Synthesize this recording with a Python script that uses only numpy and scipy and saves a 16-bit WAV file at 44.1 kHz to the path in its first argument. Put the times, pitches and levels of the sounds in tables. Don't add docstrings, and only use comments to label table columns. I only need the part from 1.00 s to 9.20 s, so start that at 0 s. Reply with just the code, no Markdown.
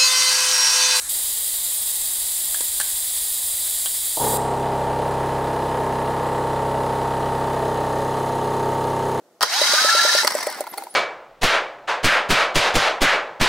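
import sys
import numpy as np
from scipy import signal
from scipy.fft import rfft, irfft
from scipy.io import wavfile
from scipy.ndimage import uniform_filter1d, map_coordinates

SR = 44100
rng = np.random.default_rng(int(sys.argv[2]) if len(sys.argv) > 2 else 0)


def generate_wav(sig):
    pcm = np.round(np.clip(np.atleast_2d(sig).T, -1, 1) * 32767).astype(np.int16)
    wavfile.write(sys.argv[1], SR, pcm)


N = 361619
T, HZ = np.arange(N) / SR, np.fft.rfftfreq(N, 1 / SR)


def gain_of(db):
    return 10 ** (np.asarray(db) / 20)

def unit_rms(x):
    return x / np.sqrt(np.mean(x ** 2) + 1e-20)

def curve(rows):
    return np.interp(T, *np.transpose(rows))

def read(points, hz=HZ):
    f, value = np.transpose(points)
    return np.interp(np.log(hz + 1), np.log(f + 1), value)

def bump(hz, centre, width):
    return np.exp(-2 * np.log(2) * ((hz - centre) / width) ** 2)

def resonance_power(hz, modes):
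    return sum((gain_of(db) * bump(hz, centre, width)) ** 2 for centre, width, db in modes)

def noise(gain, size=N):
    return unit_rms(irfft(rfft(rng.standard_normal(size)) * gain, size))

def drift(rate):
    coarse = T[::128]
    slow = map_coordinates(rng.standard_normal(2048), [coarse * rate], order=3, mode="wrap")
    return np.interp(T, coarse, unit_rms(slow))

def near_echoes(depth_db, spread_s):
    delays, signs = rng.uniform(.1, 1, 14) * spread_s, rng.choice([-1, 1], 14)
    return gain_of(depth_db * unit_rms(signs @ np.cos(2 * np.pi * delays[:, None] * HZ)))

def damped_ring(hz, width, t60, size=8192):
    t, f = T[:size], np.fft.rfftfreq(size, 1 / SR)
    fade = gain_of(-60 * t / t60) * np.minimum(t * hz, 1)
    return unit_rms(noise(bump(f, hz, width), size) * fade) * np.sqrt(np.mean(fade ** 2))

def blow_phases(hz, ring_s, direct):
    t = np.arange(1300) / SR
    ring = rng.standard_normal(len(t)) * np.exp(-t / ring_s)
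    return np.angle(direct + np.exp(-2j * np.pi * np.outer(hz, t)) @ ring / np.linalg.norm(ring))

def each_turn(turns, at, length):
    return np.exp(-.5 * (((turns - at + .5) % 1 - .5) / length) ** 2)

def whistle(hz, width):
    flutter = unit_rms(uniform_filter1d(rng.standard_normal(N), int(SR / width) + 1))
    return np.sqrt(2) * np.cos(2 * np.pi * np.cumsum(hz + .5 * width * flutter) / SR)

def add(mix, s, sound):
    mix[round(s * SR):][:len(sound)] += sound


# (frequency [Hz], relative level [dB])
ROOM_TONE = [(12, -4.5), (33, 0), (48, -3), (62, -2.5), (85, -10), (200, -16.5), (800, -19.5), (3000, -27),
             (15000, -46)]

def room_tone(level_db=-52):
    return gain_of(level_db) * noise(gain_of(read(ROOM_TONE)))


# (frequency [Hz], relative level [dB])
LEAK = [(100, -41), (900, -16), (1700, -10), (2900, -20), (4100, -7), (4700, -14), (6100, -12), (7700, -1),
        (9300, -2), (9900, -16), (11000, 0.5), (13000, -16), (15800, -16)]
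# (frequency [Hz], relative level [dB])
JET_RUSH = [(100, -46), (350, -27.5), (800, -20), (1350, -26), (2600, -21.5), (5900, -18), (7000, -10),
            (9000, -14), (11500, -8.5), (12900, -17), (15800, -22)]
# (frequency [Hz], width [Hz], relative level [dB])
BORE_MODES = [(1960, 310, -19.5), (3490, 560, -10.5), (3946, 350, -8.5), (4660, 380, -9.5),
              (5210, 200, -12), (7370, 330, -4.5), (8030, 260, -3.5), (8230, 230, -1.5), (8530, 146, 0.5),
              (9180, 500, -6.5), (9810, 230, 0.5), (10430, 270, -1.5), (11010, 270, -2), (12200, 300, -17),
              (13620, 450, -0.5), (14560, 400, -6.5), (15000, 250, -9), (15600, 250, -11)]

def drain_hiss(open_s=0.089, shut_s=3.372, leak_db=-29.5, jet_db=-23.5, sag_db_per_s=.12):
    power = gain_of(read(JET_RUSH)) ** 2 + resonance_power(HZ, BORE_MODES)
    surge_db = np.exp(-abs(T - open_s) / .2)
    throttle_db = -2.5 * np.exp(-abs(T - shut_s) / 0.045)
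    flow_db = jet_db - sag_db_per_s * T + surge_db + throttle_db
    jet = noise(np.sqrt(power) * near_echoes(depth_db=0.97, spread_s=.022))
    jet *= gain_of(flow_db + 0.48 * drift(rate=60))
    leak = gain_of(leak_db) * noise(gain_of(read(LEAK)))
    opened, shut = np.clip((T - open_s) / 0.0027, 0, 1), np.clip((T - shut_s) / 0.0017, 0, 1)
    return (1 - opened) * leak + opened * (1 - shut) * jet


# (frequency [Hz], t60 [s])
GARAGE_DECAY = [(200, 0.35), (1500, 0.98), (5000, 0.97), (9000, 0.89), (12000, 0.33), (15000, 0.43)]

def garage_reverb(x):
    hz, t, bands = signal.stft(rng.standard_normal(SR) * (T[:SR] > .006), SR, nperseg=256)
    fade = gain_of(-60 * t / read(GARAGE_DECAY, hz)[:, None])
    tail = signal.istft(bands * fade, SR, nperseg=256)[1]
    return signal.fftconvolve(x, tail / np.linalg.norm(tail))[:N]


# (time [s], ring level [dB], favoured pitch [Hz], crack level [dB])
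TOUCHES = [(.196, -46, 520, -28), (1.543, -30, 1550, -19.5), (1.607, -28, 520, -19),
           (1.8, -23, 1620, -15.5), (1.811, -32, 2200, -18), (2.669, -44, 1500, -31),
           (2.858, -30.5, 925, -26), (2.859, -26, 3170, -22)]
# (frequency [Hz], relative level [dB])
TOUCH_CRACK = [(200, -28), (700, -1.5), (2000, -7.5), (4500, 1.5), (6000, -6.5), (9000, 11.5), (11000, -7),
               (15000, -23)]
# (frequency [Hz], width [Hz], relative level [dB], t60 [s])
HANDLE_MODES = [(520, 430, -0.5, 0.031), (925, 480, -5, .032), (1670, 230, 0, 0.067),
                (3170, 280, 0.5, 0.082)]

def handle_clicks(crack_t60=0.046, favour_db_per_octave=11.5, size=8192):
    out, f = np.zeros(N), np.fft.rfftfreq(size, 1 / SR)
    crack_fade = gain_of(-60 * T[:size] / crack_t60)
    for s, ring_db, favoured_hz, crack_db in TOUCHES:
        add(out, s, gain_of(crack_db) * noise(gain_of(read(TOUCH_CRACK, f)), size) * crack_fade)
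        for hz, width, db, t60 in HANDLE_MODES:
            away_db = favour_db_per_octave * abs(np.log2(hz / favoured_hz))
            add(out, s, gain_of(ring_db + db - away_db) * damped_ring(hz, width, t60))
    return out


# (time [s], level [dB], ring length [factor])
JOLTS = [(3.171, -23, 2), (3.199, -23, 1.1), (3.21, -21, 0.6), (3.267, -17, 0.72), (3.526, -17, 0.66)]
# (frequency [Hz], width [Hz], relative level [dB], t60 [s])
MOUNT_MODES = [(300, 250, -5.5, 0.032), (750, 350, 0, 0.063)]

def mount_knocks():
    out = np.zeros(N)
    for s, knock_db, length in JOLTS:
        for hz, width, db, t60 in MOUNT_MODES:
            add(out, s, gain_of(knock_db + db) * damped_ring(hz, width, t60 * length))
    return out


START_S, START_CRANK_HZ = 3.207, 33.4315
TOP_ORDER = 30
# (time [s], hold [0-1])
HAND_GRIP = [(6.9, 0), (7.3, 0.81)]
# (time [s], back pressure [0-1])
BACK_PRESSURE = [(6.2, 0), (6.8, 1), (7.2, 1)]

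def pump(sag_hz=.26254, sag_power=.6, load_s=0.65):
    age = np.maximum(T - START_S, 0)
    crank_hz = START_CRANK_HZ - sag_hz * age ** sag_power
    turns = np.cumsum(crank_hz) / SR - START_CRANK_HZ * START_S
    unloaded = np.exp(-age / load_s)
    grip, pressure = curve(HAND_GRIP), curve(BACK_PRESSURE)
    running = np.clip((T - 3.195) / 0.023, 0, 1)
    body = housing_shake(turns, grip, unloaded) + valve_clack(turns, grip, unloaded)
    air = intake_churn(turns) + valve_rasp(turns, pressure, unloaded)
    return running * (body + air + reed_chirps(turns, pressure) + reed_squeaks())


# (frequency [Hz], level per order [dB])
CRANK_SHAKE = [(33, -49), (66, -42.5), (150, -44), (198, -45), (235, -41), (330, -42.5), (530, -48),
               (690, -44.5), (1000, -53.5)]
# (frequency [Hz], width [Hz], level [dB])
HOUSING_MODES = [(133, 35.4, -35), (413.4, 41, -36.5), (477, 43, -36), (568, 30, -37.5), (844, 102, -36)]
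# (frequency [Hz], width [Hz], change [dB])
GRIP_CHANGES = [(66, 20, -18), (132, 96, 1), (358, 28, 6.5), (434, 22, 3.5), (456, 20, -5), (610, 73, -4),
                (810, 38, -3), (985, 51, 11)]

def housing_shake(turns, grip, unloaded, whine_order=28, blow_at=0.1086, thump=0.62, trim_db=0.2):
    out, orders = np.zeros(N), np.arange(1, TOP_ORDER + 1)
    hz = orders * np.mean(np.diff(turns[T > START_S])) * SR
    power = gain_of(read(CRANK_SHAKE, hz)) ** 2 + resonance_power(hz, HOUSING_MODES)
    power[orders == whine_order] += gain_of(-30.3) ** 2
    power[orders == whine_order - 1] += gain_of(-36.5) ** 2
    held = sum(db * bump(hz, centre, width) for centre, width, db in GRIP_CHANGES)
    direct = thump * np.clip(1 - orders / 24, 0, 1)
    phases = blow_phases(hz, ring_s=0.045, direct=direct)
    sing = 2.5 * bump(hz, centre=810, width=76)
    for k, size, held_db, sing_db, phase in zip(orders, np.sqrt(power), held, sing, phases):
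        waver_db = np.interp(k, [3.2, 13.4, 17, 29], [0.56, 1.53, 1.5, 0.58]) * drift(rate=3.05)
        amplitude = size * gain_of(held_db * grip + sing_db * unloaded + waver_db)
        out += amplitude * np.cos(2 * np.pi * k * (turns - blow_at) + phase)
    return np.sqrt(2) * gain_of(trim_db) * out


# (frequency [Hz], relative level [dB])
VALVE_RING = [(1000, 4.5), (1130, 3.5), (1300, -3.5), (1500, -6.5), (1700, -7), (1950, -9), (2150, -16.5),
              (3000, -20), (4000, -23.5)]

def valve_clack(turns, grip, unloaded, loaded_db=-35, slap_at=0.07035):
    out, orders = np.zeros(N), np.arange(TOP_ORDER + 1, 120)
    hz, cycle = orders * START_CRANK_HZ, np.linspace(0, 1, 2049)
    stages = np.linspace(START_S, T[-1], num=5)
    for s in stages:
        phases = blow_phases(hz, ring_s=0.013, direct=0.13)
        angle = 2 * np.pi * np.outer(orders, cycle - slap_at) + phases[:, None]
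        spectrum = gain_of(read(VALVE_RING, hz) + 3.4 * rng.standard_normal(len(hz)))
        slap = unit_rms(spectrum @ np.cos(angle))
        crossfade = np.cos(np.pi / 2 * np.clip((T - s) / (stages[1] - stages[0]), -1, 1))
        out += crossfade * np.interp(turns % 1, cycle, slap)
    return gain_of(loaded_db - 5 * unloaded - 2.5 * grip + 0.65 * drift(rate=30)) * out


# (frequency [Hz], relative level [dB])
INTAKE_AIR = [(12, -49), (50, -29), (130, -16.5), (210, -13.5), (310, -9), (400, 1.5), (520, -0.5),
              (680, 2), (850, -8.5), (1120, -5.5), (1500, -16), (1900, -14), (2200, -23), (3500, -33),
              (8000, -68)]

def intake_churn(turns, level_db=-29):
    swell_db = 1.8 * np.cos(2 * np.pi * (turns - .5))
    return gain_of(level_db) * unit_rms(noise(gain_of(read(INTAKE_AIR))) * gain_of(swell_db))


# (frequency [Hz], relative level [dB])
VALVE_AIR = [(1300, -31), (2050, -10), (2500, -8), (3000, -1), (4100, -2), (4800, -4.5), (6000, -9.5),
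             (6500, -8.5), (7600, -6), (8400, -9), (9000, -9), (10800, -10), (12000, -14), (15800, -17)]
# (position [turns], half length [turns], swell [dB])
PISTON_STROKES = [(.1, 0.071, 3), (.58, 0.064, 2)]

def valve_rasp(turns, pressure, unloaded, loaded_db=-44):
    stroke_db = sum(db * each_turn(turns, at, length) for at, length, db in PISTON_STROKES)
    rasp = noise(gain_of(read(VALVE_AIR)) * near_echoes(depth_db=2.0, spread_s=.007))
    rasp *= gain_of(stroke_db + .5 * drift(rate=66))
    return gain_of(loaded_db - 1.5 * unloaded + 0.6 * pressure) * unit_rms(rasp)


# (position [turns], half length [turns], pitch [Hz], width [Hz],
# level at low pressure [dB], level at high pressure [dB])
REED_NOTES = [(.03, .04, 6330, 200, -66, -56.5), (.1, 0.03, 2913, 200, -57.5, -60),
              (.02, .06, 10450, 150, -69, -59.5), (.3, 0.38, 4110, 120, -60, -57.5),
              (.3, .09, 6700, 120, -70, -59), (.35, 0.075, 9730, 60, -56.5, -59),
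              (.7, 0.11, 8900, 90, -61.5, -64), (.81, .02, 9900, 600, -66, -61.5),
              (.99, .02, 13000, 2500, -65, -62), (.22, .12, 14500, 1200, -67, -66)]

def reed_chirps(turns, pressure):
    out = np.zeros(N)
    for at, length, hz, width, low_db, high_db in REED_NOTES:
        level_db = low_db + (high_db - low_db) * pressure + 1.4 * drift(rate=31)
        out += gain_of(level_db) * unit_rms(each_turn(turns, at, length) * whistle(hz, width))
    return out


# (middle time [s], half length [s], level [dB])
STRAY_SQUEAKS = [(3.8, .04, -55), (5.38, .11, -55)]

def reed_squeaks():
    swell = sum(gain_of(db) * np.exp(-.5 * ((T - s) / length) ** 2) for s, length, db in STRAY_SQUEAKS)
    return swell * whistle(hz=7680, width=70)


def scene(hiss_room_db=-12, impact_room_db=-13):
    hiss, impacts = drain_hiss(), handle_clicks() + mount_knocks()
    room = garage_reverb(gain_of(hiss_room_db) * hiss + gain_of(impact_room_db) * impacts)
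    mono = hiss + impacts + room + pump() + room_tone()
    return np.array([mono, mono])

def record(dry):
    lowpass = signal.firwin(801, cutoff=15780, window=("kaiser", 9), fs=SR)
    return signal.oaconvolve(dry, lowpass[None], "same")


dry = scene()
out = record(dry)
generate_wav(out)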